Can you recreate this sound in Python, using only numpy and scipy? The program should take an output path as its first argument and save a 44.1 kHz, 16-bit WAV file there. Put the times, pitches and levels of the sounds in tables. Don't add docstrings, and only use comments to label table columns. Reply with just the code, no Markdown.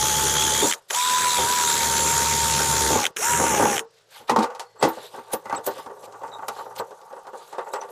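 import sys
import numpy as np
from scipy import signal
from scipy.fft import rfft, irfft, next_fast_len
from scipy.io import wavfile
from scipy.ndimage import uniform_filter1d, map_coordinates

SR = 44100
rng = np.random.default_rng(int(sys.argv[2]) if len(sys.argv) > 2 else 0)


def unload_audio(sound):
    columns = np.transpose(np.atleast_2d(sound))
    steps = np.round(np.clip(columns, -1, 1) * 32767)
    wavfile.write(sys.argv[1], SR, steps.astype(np.int16))


def boost_factor(decibels):
    exponent = np.asarray(decibels, float) / 20
    return 10 ** exponent


N = 348831


def unit(x):
    return x / np.sqrt(np.mean(x ** 2) + 1e-20)


def curves(rows):
    s, *cols = np.transpose(rows)
    return [np.interp(np.arange(N) / SR, s, c) for c in cols]


def bursts(tables):
    def quiet(row, step_s):
        return [row[0] + step_s] + [v if v > 0 else -110 for v in row[1:]]

    rows = []
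    for burst in tables:
        rows += [quiet(burst[0], -.003), *burst, quiet(burst[-1], .003)]
    return curves(rows)


def wobble(rate):
    at = np.arange(0, N + 8, 8)
    knots = rng.standard_normal(int(N * rate / SR) + 4)
    return np.interp(np.arange(N), at, map_coordinates(knots, [at * rate / SR]))


def filtered(x, response):
    m = next_fast_len(N + SR // 2)
    return irfft(rfft(x, m) * response(np.fft.rfftfreq(m, 1 / SR)), m)[:N]


def bandpassed(x, lo_hz, hi_hz):
    return signal.sosfilt(signal.butter(2, [lo_hz, hi_hz], "band", fs=SR, output="sos"), x[:N])


def coloured(x, points):
    f, db = np.transpose(points)
    return unit(filtered(x, lambda hz: boost_factor(np.interp(np.log(hz + 1), np.log(f), db))))


def grit(spiky_db, rate):
    return rng.standard_normal(N) * boost_factor(spiky_db * np.clip(wobble(rate), -3, 2.2))


def patchy(x, patch_db):
    z = signal.stft(x, nperseg=512)[2]
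    field = rng.standard_normal(z.shape)
    for axis in (0, 1):
        field = uniform_filter1d(field, size=9, axis=axis)
    return signal.istft(z * boost_factor(patch_db * unit(field)), nperseg=512)[1][:N]


def fade(t, t60, rise_s):
    return boost_factor(-60 * t / np.clip(t60, .002, .6)) * (1 - np.exp(-t / rise_s))


def modes(table):
    def response(f):
        total = 0
        for k, (c, w, db) in enumerate(table):
            total = total + (-1) ** k * boost_factor(db) * 1j * f * w / (c * c - f * f + 1j * f * w)
        return total / (1 + (0.95 * table[0][0] / (f + 1)) ** 6)
    return response


# mode in Hz, width in Hz, level in dB.
VICE_MODES = [(406.2, 41.5, 1), (466.2, 17.8, 3), (524.5, 61, -0.5), (802, 87, -0.5), (914, 50.5, 3.5),
              (1162, 78, -2), (1450, 164, -10), (1940, 224, -17.5), (2700, 520, -26.5)]


def vice(x, tilt_db):
    whole = filtered(x * boost_factor(tilt_db), modes(VICE_MODES))
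    return whole + filtered(x * (boost_factor(-tilt_db) - boost_factor(tilt_db)), modes(VICE_MODES[:3]))


GRIP_FROM_S, GRIP_TO_S, GRIP_ABOVE_HZ, GRIP_DB = 5.85, 7.51, 1800, -6


def gripped(x):
    t = np.arange(N) / SR
    dull = filtered(x, lambda hz: boost_factor(GRIP_DB / (1 + (GRIP_ABOVE_HZ / (hz + 1)) ** 8)))
    return np.where((t > GRIP_FROM_S) & (t < GRIP_TO_S), dull, x)


# frequency in Hz, density in dB per Hz.
AIR_COLOUR = [(30, -9), (100, -11), (140, 1), (245, -17), (450, 7), (900, -5.5), (1500, -3.5), (2200, -11),
              (5000, -8.5), (8000, -17), (15500, -51)]
AIR_DB = -62.5
# time in seconds, firing rate in Hz, level in dB.
ENGINE_RUN = [(0, 55, -94), (6.75, 55.2, -63.5), (6.85, 60.2, -68), (7.2, 70, -75.5), (7.6, 80, -74),
              (7.91, 83.6, -71)]


def yard():
    hz, db = curves(ENGINE_RUN)
    fire = 2 * np.pi * np.cumsum(hz) / SR
    engine = boost_factor(-.5 + 2.5 * wobble(14)) * np.sin(2 * fire)
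    engine += boost_factor(-1.5 + 2.5 * wobble(10)) * np.sin(3 * fire)
    air = coloured(patchy(rng.standard_normal(N), patch_db=1.6), AIR_COLOUR)
    return boost_factor(AIR_DB) * air + boost_factor(db) * engine


# time in seconds, gear whine in Hz, level in dB.
WHINE_RUNS = [
    [(0, 866, -29), (.56, 874, -31), (.61, 882, -33), (.635, 945, -31), (.71, 945, -34)],
    [(1.04, 996, -25), (1.27, 996, -23), (1.33, 975, -26), (1.58, 988, -25), (1.7, 941, -28),
     (1.95, 916, -28), (2.13, 930, -28), (2.92, 900, -27), (3.04, 820, -31)],
    [(3.32, 966, -25), (3.4, 925, -27), (3.49, 923, -27), (3.55, 850, -28), (3.6, 800, -27),
     (3.66, 840, -26), (3.72, 810, -29), (3.77, 780, -31)],
]
# on in seconds, let go in seconds, spin-up in seconds, gap of brake clacks in seconds.
TRIGGER_PULLS = [
    (-1, .7138, .04, .0112),
    (.901, 3.042, .039, .0117),
    (3.164, 3.7668, .058, .0133),
]
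# gear noise in dB, vent air in dB, brake clack in dB.
PULL_LEVELS = [
    (-31.5, -34, -14),
    (-30, -33, -10.5),
    (-29, -42, -12.5),
]
# time in seconds, level in dB.
NEARNESS = [(0, 0), (.74, -0.6), (.96, -3), (1.91, -0.45), (2.91, -0.4), (3.03, -6), (3.25, .1), (3.79, -5)]
REST_SHARE, BRAKE_SAG_PER_S = .42, 17
STALL_S, STALL_HALF_S, STALL_SHARE = 1.432, .042, .05
SPIN_UP_DB = (30, 15.4, 13, 9.8)
# loss in dB per second, the whine from letting go, the rest once stopped.
STOP_DB_PER_S = (750, 1200, 900, 850)
HISS_DB, VENT_FOLLOWS = -24.5, 0.72


def motor():
    t = np.arange(N) / SR
    hz, whine_db = curves(sum(WHINE_RUNS, []))
    near_db, = curves(NEARNESS)
    pull = np.clip(np.searchsorted([row[0] for row in TRIGGER_PULLS], t) - 1, 0, None)
    on, off, spin_s, gap_s = np.transpose(TRIGGER_PULLS)[:, pull]
    gear_db, vent_db, _ = np.transpose(PULL_LEVELS)[:, pull]
    spin = 1 - (1 - REST_SHARE) * np.exp(-((t - on) / spin_s) ** 3)
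    spin -= STALL_SHARE * np.exp(-((t - STALL_S) / STALL_HALF_S) ** 4)
    braking = np.clip(t - off, 0, None)
    standing = np.clip(t - off - 2.5 * gap_s, 0, None)
    full = [whine_db, gear_db, vent_db + VENT_FOLLOWS * near_db, HISS_DB + near_db]
    late = [braking, standing, standing, standing]
    levels = [db + up * (spin - 1) - down * late_s
              for db, up, down, late_s in zip(full, SPIN_UP_DB, STOP_DB_PER_S, late)]
    return hz * spin * np.clip(1 - BRAKE_SAG_PER_S * braking, .3, 1), *levels, braking > 0


TEETH_PER_TURN = 24.55


def full_speed(hz):
    return np.clip(hz / 850, 0, 1) ** 6


def beat(turn, depth_db):
    return boost_factor(depth_db * np.cos(2 * turn + 0.48 * wobble(8.2)) + 0.091 * depth_db * np.cos(4 * turn))


def riding_band(mesh, times, width_hz):
    phase = np.cumsum(times * np.gradient(mesh))
    return unit(np.real((wobble(width_hz) + 1j * wobble(width_hz)) * np.exp(1j * phase)))


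# multiple of the whine, level in dB.
TOOTH_TONES = [(1, 1.5), (8, -15)]


def gear_whine(mesh, fast):
    whine = 0
    for k, db in TOOTH_TONES:
        tone = np.sin(k * mesh + 0.2 * k * wobble(90))
        whine = whine + fast ** (k > 1) * boost_factor(db + 1.1 * wobble(25.18)) * tone
    return whine


# multiple of brush turns, level in dB.
SHAFT_TONES = [(2, -2), (3, -13), (4, -3.5), (6, -17)]


def shaft_shake(turn):
    return sum(boost_factor(db + 1.02 * k * wobble(27.04)) * np.sin(k * turn + 0.42 * k * wobble(17))
               for k, db in SHAFT_TONES)


# bench mode in Hz, width in Hz, level in dB.
BENCH_MODES = [(44.8, 22, -26.5), (111, 37, -13), (232, 46, -5.5), (319.8, 23, -3)]


def contact_rumble(turn):
    body = modes(BENCH_MODES + VICE_MODES)
    push = grit(spiky_db=0.5, rate=52) * beat(turn, 5.5)
    return unit(filtered(push, lambda f: body(f) * boost_factor(-.012 * f) + 0.0083))


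# frequency in Hz, density in dB per Hz.
GEAR_COLOUR = [(500, -28.5), (700, -13), (1000, -5.5), (1450, -1.5), (2100, -6), (2800, -7), (3400, -16),
               (4000, -40)]


def gear_noise(turn):
    return coloured(patchy(grit(spiky_db=2.0, rate=500), patch_db=2.2) * beat(turn, 2.8), GEAR_COLOUR)


# frequency in Hz, density in dB per Hz.
VENT_COLOUR = [(2600, -30), (3200, -2.5), (4100, -3.5), (5100, -4.5), (5800, -25)]
# time in seconds, level in dB, multiple of the whine.
VENTS_FACING = [(0, -39, 3.78), (.62, -34, 3.78), (.7, -55, 3.78), (.95, -32, 3.6), (1.2, -34, 3.7),
                (1.27, -36, 3.9), (1.3, -29.5, 4), (1.35, -33, 3.8), (1.39, -29.5, 3.6), (1.46, -39, 3.8),
                (1.62, -38, 3.9), (1.68, -33, 4.15), (1.95, -46, 4.1)]


def vent_air(mesh, turn, fast, vent_db):
    facing_db, times = curves(VENTS_FACING)
    rush = coloured(patchy(rng.standard_normal(N), patch_db=0.5), VENT_COLOUR)
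    pitched = boost_factor(facing_db) * (vent_db > -60) * fast * riding_band(mesh, times, width_hz=750)
    return (boost_factor(vent_db + 1.5) * rush + pitched) * beat(turn, 3.8) * boost_factor(1.18 * wobble(40.02))


# frequency in Hz, density in dB per Hz.
WIRE_COLOUR = [(4700, -33), (5400, -4.5), (6500, -1), (8400, -7), (10000, -6.5), (12000, -12.5),
               (14000, -14.5), (15500, -20)]


def wire_hiss(mesh, turn, fast):
    scrape = patchy(grit(spiky_db=1.0, rate=540), patch_db=2.0) * beat(turn, 1.77)
    riding = fast * riding_band(mesh, times=7.6, width_hz=1400) * beat(turn, 3.1)
    return unit(coloured(scrape, WIRE_COLOUR) + boost_factor(-5.5) * riding)


# time in seconds, steady pressure in dB, chatter in dB.
BRUSH_CONTACT = [
    [(0.0, -39, -35), (0.612, -39.5, -32.5), (0.642, -47, -22), (0.69, -57, -35), (0.79, -99, -69)],
    [(0.9, -93, -54), (1.24, -48, -37), (1.34, -62, -42), (1.4, -39, -28.5), (1.56, -54, -38.5),
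     (1.96, -38, -31), (2.35, -36, -36), (2.87, -34, -31.5), (2.96, -33, -27.5), (3.11, -81, -49)],
    [(3.164, -80, -45), (3.346, -36, -32.5), (3.65, -46, -22.5), (3.78, -68, -33), (3.86, -92, -61)],
]
ROCK_HZ, ROCK_SWING, ROCK_UNTIL_S = 7.8, 0.0139, .62


def drill():
    hz, whine_db, gear_db, vent_db, hiss_db, released = motor()
    shake_db, rumble_db = bursts(BRUSH_CONTACT)
    t = np.arange(N) / SR
    rocking = ROCK_SWING * np.cos(2 * np.pi * ROCK_HZ * (t - .33)) * (t < ROCK_UNTIL_S)
    mesh = 2 * np.pi * np.cumsum(hz * (1 + 0.003045 * wobble(30) + rocking)) / SR
    turn, fast = mesh / TEETH_PER_TURN, full_speed(hz)
    tones = boost_factor(whine_db - 1.5) * gear_whine(mesh, fast) + boost_factor(shake_db) * shaft_shake(turn)
    noises = boost_factor(gear_db) * gear_noise(turn) + vent_air(mesh, turn, fast, vent_db)
    noises += boost_factor(hiss_db) * wire_hiss(mesh, turn, fast)
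    return np.sqrt(2) * tones + boost_factor(rumble_db) * contact_rumble(turn) + boost_factor(-7 * released) * noises


BLADE_TIMES, BLADE_WIDTH_HZ, BLADE_DB = 7.95, 420, -14.5
REED_TIMES, REED_WIDTH_HZ, REED_DB, REED_UNTIL_S = 3.79, 300, -37.5, .66


def fan():
    hz, _, _, _, hiss_db, released = motor()
    mesh, t = 2 * np.pi * np.cumsum(hz) / SR, np.arange(N) / SR
    flare = boost_factor(2.5 * np.cos(2 * mesh / TEETH_PER_TURN) + 4 * wobble(14)) * full_speed(hz) * ~released
    blades = boost_factor(hiss_db + BLADE_DB) * riding_band(mesh, BLADE_TIMES, BLADE_WIDTH_HZ)
    reed = boost_factor(REED_DB + 1.5 * wobble(9)) * (t < REED_UNTIL_S)
    return flare * (blades + reed * riding_band(mesh, REED_TIMES, REED_WIDTH_HZ))


# time in seconds, peak in dB, click in dB, thump in dB.
HARD_BLOWS = [(0.629, -18.5, -10, -14), (.622, -24, 0, -32), (2.603, -19, -30, -16),
              (2.93, -17.5, -15, -12), (2.982, -18, -20, -15), (3.41, -14.5, -20, -15),
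              (3.438, -16, -15, -14), (3.54, -15, -20, -19), (3.624, -10.5, -21, -18),
              (4.196, -42, -13, -13), (4.838, -9, -16, -18), (4.405, -14.5, -18, -17),
              (4.44, -17.5, -12.5, -29), (.9068, -27, -39, -39), (.737, -38, -39, -35),
              (3.066, -36, -39, -35), (3.794, -33, -39, -35), (1.386, -18.5, -9, -29),
              (2.905, -16.5, -30, -11), (2.955, -13, -30, -16), (3.397, -15, -38, -12),
              (3.597, -10, -22, -14), (3.655, -12, -33, -29), (4.279, -37, -6, -21),
              (4.295, -7, -10.5, -19.5), (4.318, -15, -39, -16), (4.361, -6, -16, -21),
              (4.388, -12, -11.5, -17), (4.428, -18, -8, -26), (4.501, -30, -12, -39),
              (4.548, -33, -4, -34), (4.595, -28, 3, -52), (4.756, -44, -28, -25), (4.793, -36, -21, -22),
              (4.812, -28, -8, -22), (4.826, -6, -8, -16.5), (4.849, -8, -17, -22), (4.875, -15, -23, -25)]
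# low modes, upper
# modes, click in dB.
HAND_TOUCHES = [(4.972, -29.5, -6, -11.5, -19), (5.137, -30.5, -14, -3, -28), (5.177, -29, -14, -7, -28),
                (5.304, -34, -11, -5, -18), (5.333, -16, -8, -9, -10.5), (5.455, -25.5, -18, -7, -19),
                (5.496, -21.5, -13, -4, -19), (5.525, -14.5, -20, -4, -24), (5.548, -27, -10, -5, -5),
                (5.577, -22.5, -8, -9, -20), (5.664, -22, -7, -9, -10), (5.674, -15, -5, -11, -21),
                (5.709, -26, -9, -8, -16), (5.756, -30, -9, -12, -23), (5.781, -28, -11, -7, -14),
                (5.86, -26, -12, -7, -20), (5.896, -28.5, -10, -10, -33), (5.96, -35.5, -7, -11, -31),
                (6.029, -33.5, -6, -9, -16), (6.071, -32, -6, -10, -30), (6.123, -37.5, -14, -4, -10),
                (6.138, -33, -14, -7, -25), (6.215, -27.5, -6, -9, -27), (6.233, -23.5, -14, -4, -27),
                (6.278, -30.5, -18, -7, -18), (6.317, -33.5, -15, -3, -25), (6.384, -27, -17, -3, -27),
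                (6.423, -24.5, -12, -4, -31),
                (6.482, -19, -16, -8, -8), (6.562, -31, -9, -4, -20), (6.588, -24.5, -15, -6, -22),
                   (6.609, -31.5, -14, -7, -25), (6.655, -28.5, -10, -8, -27), (6.706, -31, -10, -6, -29),
                   (6.761, -30.5, -3, -3, -7), (6.797, -17, -11.5, -8.5, -22), (6.907, -30, -8, -10.5, -21),
                   (7.013, -39.5, -10, -10, -13), (7.103, -32, -12, -5, -28), (7.126, -26.5, -9, -9.5, -25),
                   (7.163, -31.5, -11, -10, -26), (7.194, -40, -13, -4, -24), (7.243, -38, -11, -5, -21),
                   (7.268, -29.5, -13, -8, -18), (7.332, -25.5, -9, -9, -34), (7.399, -38, -12, -6, -19),
                   (7.474, -41.5, -11, -9, -14), (7.526, -26, -11, -7, -19), (7.549, -32, 0, -3, -21),
                   (7.582, -18, -9.5, -8, -27), (7.607, -30, -13, -7, -31), (7.664, -28, -18, -5, -28),
                   (7.679, -33.5, -12, -5, -19), (7.735, -16.5, -10.5, -7, -15.5),
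                   (7.757, -22, -13, -5, -19), (7.814, -25.5, -12, -5, -16), (7.834, -29, -9, -7, -23),
                   (7.888, -34, -4, -14, -18)]
LANDING_FROM_S, LANDING_TO_S, LANDING_TILT_DB = 4.27, 4.63, 2.9
THUMP_DB, CLAMP_DB_PER_S = -20, -6.5
UPPER_LEAD_DB, CLICK_LIFT_DB = 3, 6
BARE_FRONT, BARE_T60_S = 7.3, 0.19
GLOVED_FRONT, GLOVED_T60_S = 3.5, .13


def knocks():
    ring, click, thump = np.zeros((3, N + SR))
    t = np.arange(SR // 5) / SR
    impulse = np.arange(N) == 0
    low = filtered(impulse, modes(VICE_MODES[:3]))[:len(t)]
    whole = filtered(impulse, modes(VICE_MODES))[:len(t)]
    events = []
    for s, db, click_db, thump_db in HARD_BLOWS:
        tilt_db = LANDING_TILT_DB * (LANDING_FROM_S < s < LANDING_TO_S)
        events.append((s, db + 2.5, tilt_db, click_db - 1.5, thump_db - 2.5, BARE_FRONT, BARE_T60_S))
    for s, db, low_db, upper_db, click_db in HAND_TOUCHES:
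        tilt_db = np.clip((upper_db - low_db - UPPER_LEAD_DB) / 2, -6, 6)
        click_db = min(click_db + CLICK_LIFT_DB, -3)
        thump_db = THUMP_DB + CLAMP_DB_PER_S * (s - 5.5)
        events.append((s, db, tilt_db, click_db, thump_db, GLOVED_FRONT, GLOVED_T60_S))
    for s, db, tilt_db, click_db, thump_db, front, t60 in events:
        at = slice(round(s * SR), round(s * SR) + len(t))
        noise = rng.standard_normal((3, len(t)))
        hard = front * boost_factor(.5 * (db + 7))
        push = fade(t, t60, .005) * noise[0] + hard * fade(t, .0025, .00012)
        tilted = boost_factor(tilt_db) * whole + (boost_factor(-tilt_db) - boost_factor(tilt_db)) * low
        body = signal.fftconvolve(push, tilted)[:len(t)]
        ring[at] += boost_factor(db) * body / np.abs(body).max()
        snap = fade(t, 0.022, 0.00066) + 0.72 * fade(t, 0.63 * t60, 0.0023)
        click[at] += boost_factor(db + click_db - 2.0) * snap * noise[1]
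        thump[at] += boost_factor(db + thump_db + 30.0) * fade(t, 0.81 * t60, 0.0014) * noise[2]
    ring = gripped(bandpassed(bandpassed(ring, 230, 9000), 200, 12000))
    return ring + bandpassed(click, 1400, 7570) + filtered(thump[:N], modes(BENCH_MODES))


# time in seconds, pitch in Hz, level in dB,
# t60 in seconds.
RINGS_AND_SQUEAKS = [(.633, 427, -17, .05), (.656, 560, -25, 0.093), (.645, 303, -26, .1), (.66, 900, -25, .08),
                     (3.2, 420, -29, 0.07), (3.6, 590, -25, .1), (3.628, 520, -26.5, 0.11),
                     (4.5, 520, -39.5, 0.42), (4.665, 4340, -63, .5), (4.68, 2000, -71, .6),
                     (4.78, 4350, -63, .3), (4.755, 450, -46, .1), (4.85, 330, -19.5, .2),
                     (4.39, 220, -24, 0.19), (5.345, 470, -31, 0.11), (7.592, 3700, -51, .03),
                     (4.325, 478, -25, .6), (4.44, 495, -31.5, 0.31), (4.6, 490, -42, 0.23),
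                     (4.367, 3650, -38, .03), (4.304, 800, -19, .09), (4.37, 830, -19, .07),
                     (4.371, 1060, -19, .07), (4.3, 1000, -24, 0.31), (4.845, 925, -22, 0.22),
                     (4.8, 7700, -43, 0.2), (4.89, 14000, -35, .073), (5.335, 14100, -30, .11),
                     (5.335, 10300, -28.5, .05), (5.567, 7830, -32, .052), (5.668, 14100, -31, 0.11),
                     (5.663, 16000, -28, .043), (6.34, 3780, -42, 0.1), (6.34, 7600, -52, .06),
                     (6.785, 13800, -43, .088), (7.74, 7800, -42, .13), (6.8, 7800, -44, .05),
                     (7.814, 6000, -42, .043), (7.735, 3870, -42, 0.026),
                     (4.299, 1900, -30, .07), (4.299, 2480, -35, .09), (4.299, 1260, -28, .08),
              (4.366, 1890, -31, .06), (4.395, 2480, -42, .2), (4.37, 1260, -28, .15),
              (4.83, 2010, -30, .14), (4.832, 2620, -31, .08), (4.83, 3380, -36, .1),
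              (4.976, 520, -36, .04), (5.15, 1550, -48, .2), (5.3, 1550, -49, .15), (5.46, 2050, -50, .12),
              (5.497, 2000, -40, .1), (5.52, 1550, -40, .1), (5.549, 4300, -44, .03),
              (5.575, 3700, -45, .03), (6.04, 5150, -58, .15), (6.322, 3850, -53, .15),
              (6.49, 3800, -43, .04), (6.8, 110, -50, .1), (6.8, 205, -46, .08), (3.81, 450, -42, .35)]
SWELL_S = 0.0072


def squeaks():
    out, t = np.zeros(N), np.arange(N) / SR
    for s, hz, db, t60 in RINGS_AND_SQUEAKS:
        near = slice(round((s - .1) * SR), round((s + .5) * SR))
        u = t[near] - s
        knots = rng.standard_normal((2, 800))
        real, imag = [map_coordinates(k, [(u + .1) * .08 * hz]) for k in knots]
        swell = np.where(u < 0, np.exp(-(u / SWELL_S) ** 2), boost_factor(-60 * np.abs(u) / t60))
        out[near] += boost_factor(db) * swell * np.real((.7 + real + 1j * imag) * np.exp(2j * np.pi * hz * u))
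    return out


# mode in Hz, width in Hz, level in dB.
CASE_MODES = [(1290, 390, -3), (2220, 1200, -2), (3840, 900, -8), (6400, 1800, -10), (10300, 3900, -18),
              (3050, 300, -6)]
CLACK_DB = (-2, .1, -1)
# time in seconds, peak in dB.
TRIGGER_SNAPS = [
    (.9073, -15.5),
    (3.1684, -17),
]
SLACK_S, SLACK_DB = 0.0037, -10


def brake():
    blows, t = np.zeros(N), np.arange(SR // 12) / SR
    events = [(s, db) for s, db in TRIGGER_SNAPS]
    events += [(s - SLACK_S, db + SLACK_DB) for s, db in TRIGGER_SNAPS]
    for (_, off, _, gap_s), (_, _, loud_db) in zip(TRIGGER_PULLS, PULL_LEVELS):
        events += [(off + k * gap_s, loud_db + db) for k, db in enumerate(CLACK_DB)]
    for s, db in events:
        shape = boost_factor(-60 * t / 0.012) + 0.086 * boost_factor(-60 * t / 0.07)
        hit = rng.standard_normal(len(t)) + 6 * (t == 0)
        blows[round(s * SR):][:len(t)] += boost_factor(db - 8.5) * unit(shape * hit)
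    return filtered(blows, modes(CASE_MODES))


# time in seconds, rattle in dB.
HAND_EFFORT = [(3.95, -85), (4.1, -65), (4.17, -48), (4.23, -59), (4.46, -52), (4.7, -74), (4.97, -40),
               (5.09, -48), (5.17, -40), (5.27, -44.5), (5.33, -42), (5.41, -46), (5.49, -35), (5.62, -44),
               (5.68, -39), (5.91, -47), (6.56, -40.5), (7.12, -48), (7.59, -45.5), (7.73, -35.5),
               (7.91, -44)]
# time in seconds, half length in seconds,
# swish in dB, rustle in dB.
GLOVE_STROKES = [(4.17, 0.06, -49.5, -56), (3.98, .05, -63, -74), (4.301, 0.022, -39, -54),
                 (4.434, 0.015, -35, -44), (.9, .014, -53, -49), (.77, 0.027, -58, -57),
                 (.83, .05, -75, -71), (3.91, .004, -68, -68), (5.33, .012, -46, -46),
                 (6.762, 0.0094, -53, -52), (4.859, 0.048, -40.5, -47), (5.21, 0.17, -59, -75),
                 (5.77, 0.076, -52, -59), (4.999, 0.082, -49.5, -58), (5.174, 0.026, -75, -84),
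                 (5.496, 0.054, -64, -73), (5.66, 0.021, -49, -44), (6.05, 0.017, -55, -62),
                 (6.248, 0.023, -67, -70), (6.582, 0.07, -51, -57), (6.79, 0.011, -40, -49),
                 (7.45, 0.099, -57.5, -63)]
# frequency in Hz, density in dB per Hz.
SWISH_COLOUR = [(1000, -30), (1500, -2), (2500, -3), (3900, 0), (5000, -5), (6500, -20)]
# frequency in Hz, density in dB per Hz.
RUSTLE_COLOUR = [(4500, -24), (6000, 1), (8000, 2), (10000, -2.5), (12000, -0.5), (15500, -19)]
SWISH_DB, RUSTLE_DB, GLOVES_FOLLOW = -70, -62.5, 0.42
TILT_DB = 4


def hands():
    rattle_db, = curves([(3.8, -110), *HAND_EFFORT])
    glove_db = GLOVES_FOLLOW * (rattle_db + 44.5)
    t = np.arange(N) / SR
    lumps = 1.04 * np.tanh(wobble(28))
    swish_gain, rustle_gain = boost_factor(SWISH_DB + glove_db), boost_factor(RUSTLE_DB + glove_db)
    for s, half_s, swish_db, rustle_db in GLOVE_STROKES:
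        stroke = np.exp(-((t - s) / half_s) ** 4)
        swish_gain = swish_gain + boost_factor(swish_db) * stroke
        rustle_gain = rustle_gain + boost_factor(rustle_db) * stroke
    push = uniform_filter1d(grit(spiky_db=2, rate=110), size=15) * boost_factor(3.6 * lumps)
    rattle = unit(vice(push, TILT_DB * np.tanh(wobble(14))))
    swish = patchy(grit(spiky_db=1.0, rate=140) * boost_factor(2.2 * lumps), patch_db=2.5)
    rustle = patchy(grit(spiky_db=2.5, rate=180) * boost_factor(2.6 * lumps), patch_db=3.0)
    gloves = swish_gain * coloured(swish, SWISH_COLOUR) + rustle_gain * coloured(rustle, RUSTLE_COLOUR)
    return boost_factor(rattle_db - 2.5) * gripped(rattle) + gloves


# time in seconds, peak in dB, t60 in seconds.
STEEL_TICKS = [(5.3316, -9, 0.032), (5.452, -48, 0.05), (5.4944, -46, 0.05), (5.5468, -46, 0.05),
               (5.6635, -6, 0.05), (5.7892, -35, 0.095), (6.4817, -12, 0.034), (6.789, -34, 0.038),
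               (7.23, -43, 0.05), (7.7303, -25, 0.056), (7.8994, -33, 0.056)]


def ticks():
    out, t = np.zeros(N + SR), np.arange(SR // 5) / SR
    for s, db, t60 in STEEL_TICKS:
        out[round(s * SR):][:len(t)] += boost_factor(db - 10.0) * fade(t, t60, 0.0013) * rng.standard_normal(len(t))
    return bandpassed(out, 8200, 15100)


def scene():
    mono = yard() + drill() + fan() + fan() + knocks() + squeaks() + brake() + hands() + ticks()
    return np.array([mono, mono])


def band_limit(x):
    return signal.sosfilt(signal.butter(12, 15590, fs=SR, output="sos"), x)


def record(dry):
    split_hz, top_hz, band_hz = 8270, 15160, 689
    held = dry[0] / (1 + np.abs(dry[0] / .68) ** 4) ** (1 / 4)
    hz, _, mid = signal.stft(held, SR, nperseg=1024, noverlap=768)
    band = np.maximum((hz - split_hz) // band_hz + 1, 0).astype(int)
    block = np.arange(mid.shape[1]) // 4
    dice = rng.random((band.max() + 1, block.max() + 2))
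    dice = np.where(rng.random(dice.shape) < .4, np.roll(dice, 1, axis=1), dice)
    dice = dice[band][:, block]
    dice[band == 0] = 1
    strength = np.sqrt(np.abs(uniform_filter1d(np.abs(mid) ** 2, size=15, axis=0)))
    noise = signal.stft(rng.standard_normal(N), SR, nperseg=1024, noverlap=768)[2]
    side = boost_factor(.3) * strength * noise / np.std(noise) * (dice < .36)
    mid = mid * (dice > .12)
    keep = (hz < top_hz)[:, None]
    mid, side = (signal.istft(z * keep, SR, nperseg=1024, noverlap=768)[1][:N] for z in (mid, side))
    return band_limit(np.array([mid + side, mid - side]))


dry = scene()
out = record(dry)
unload_audio(out)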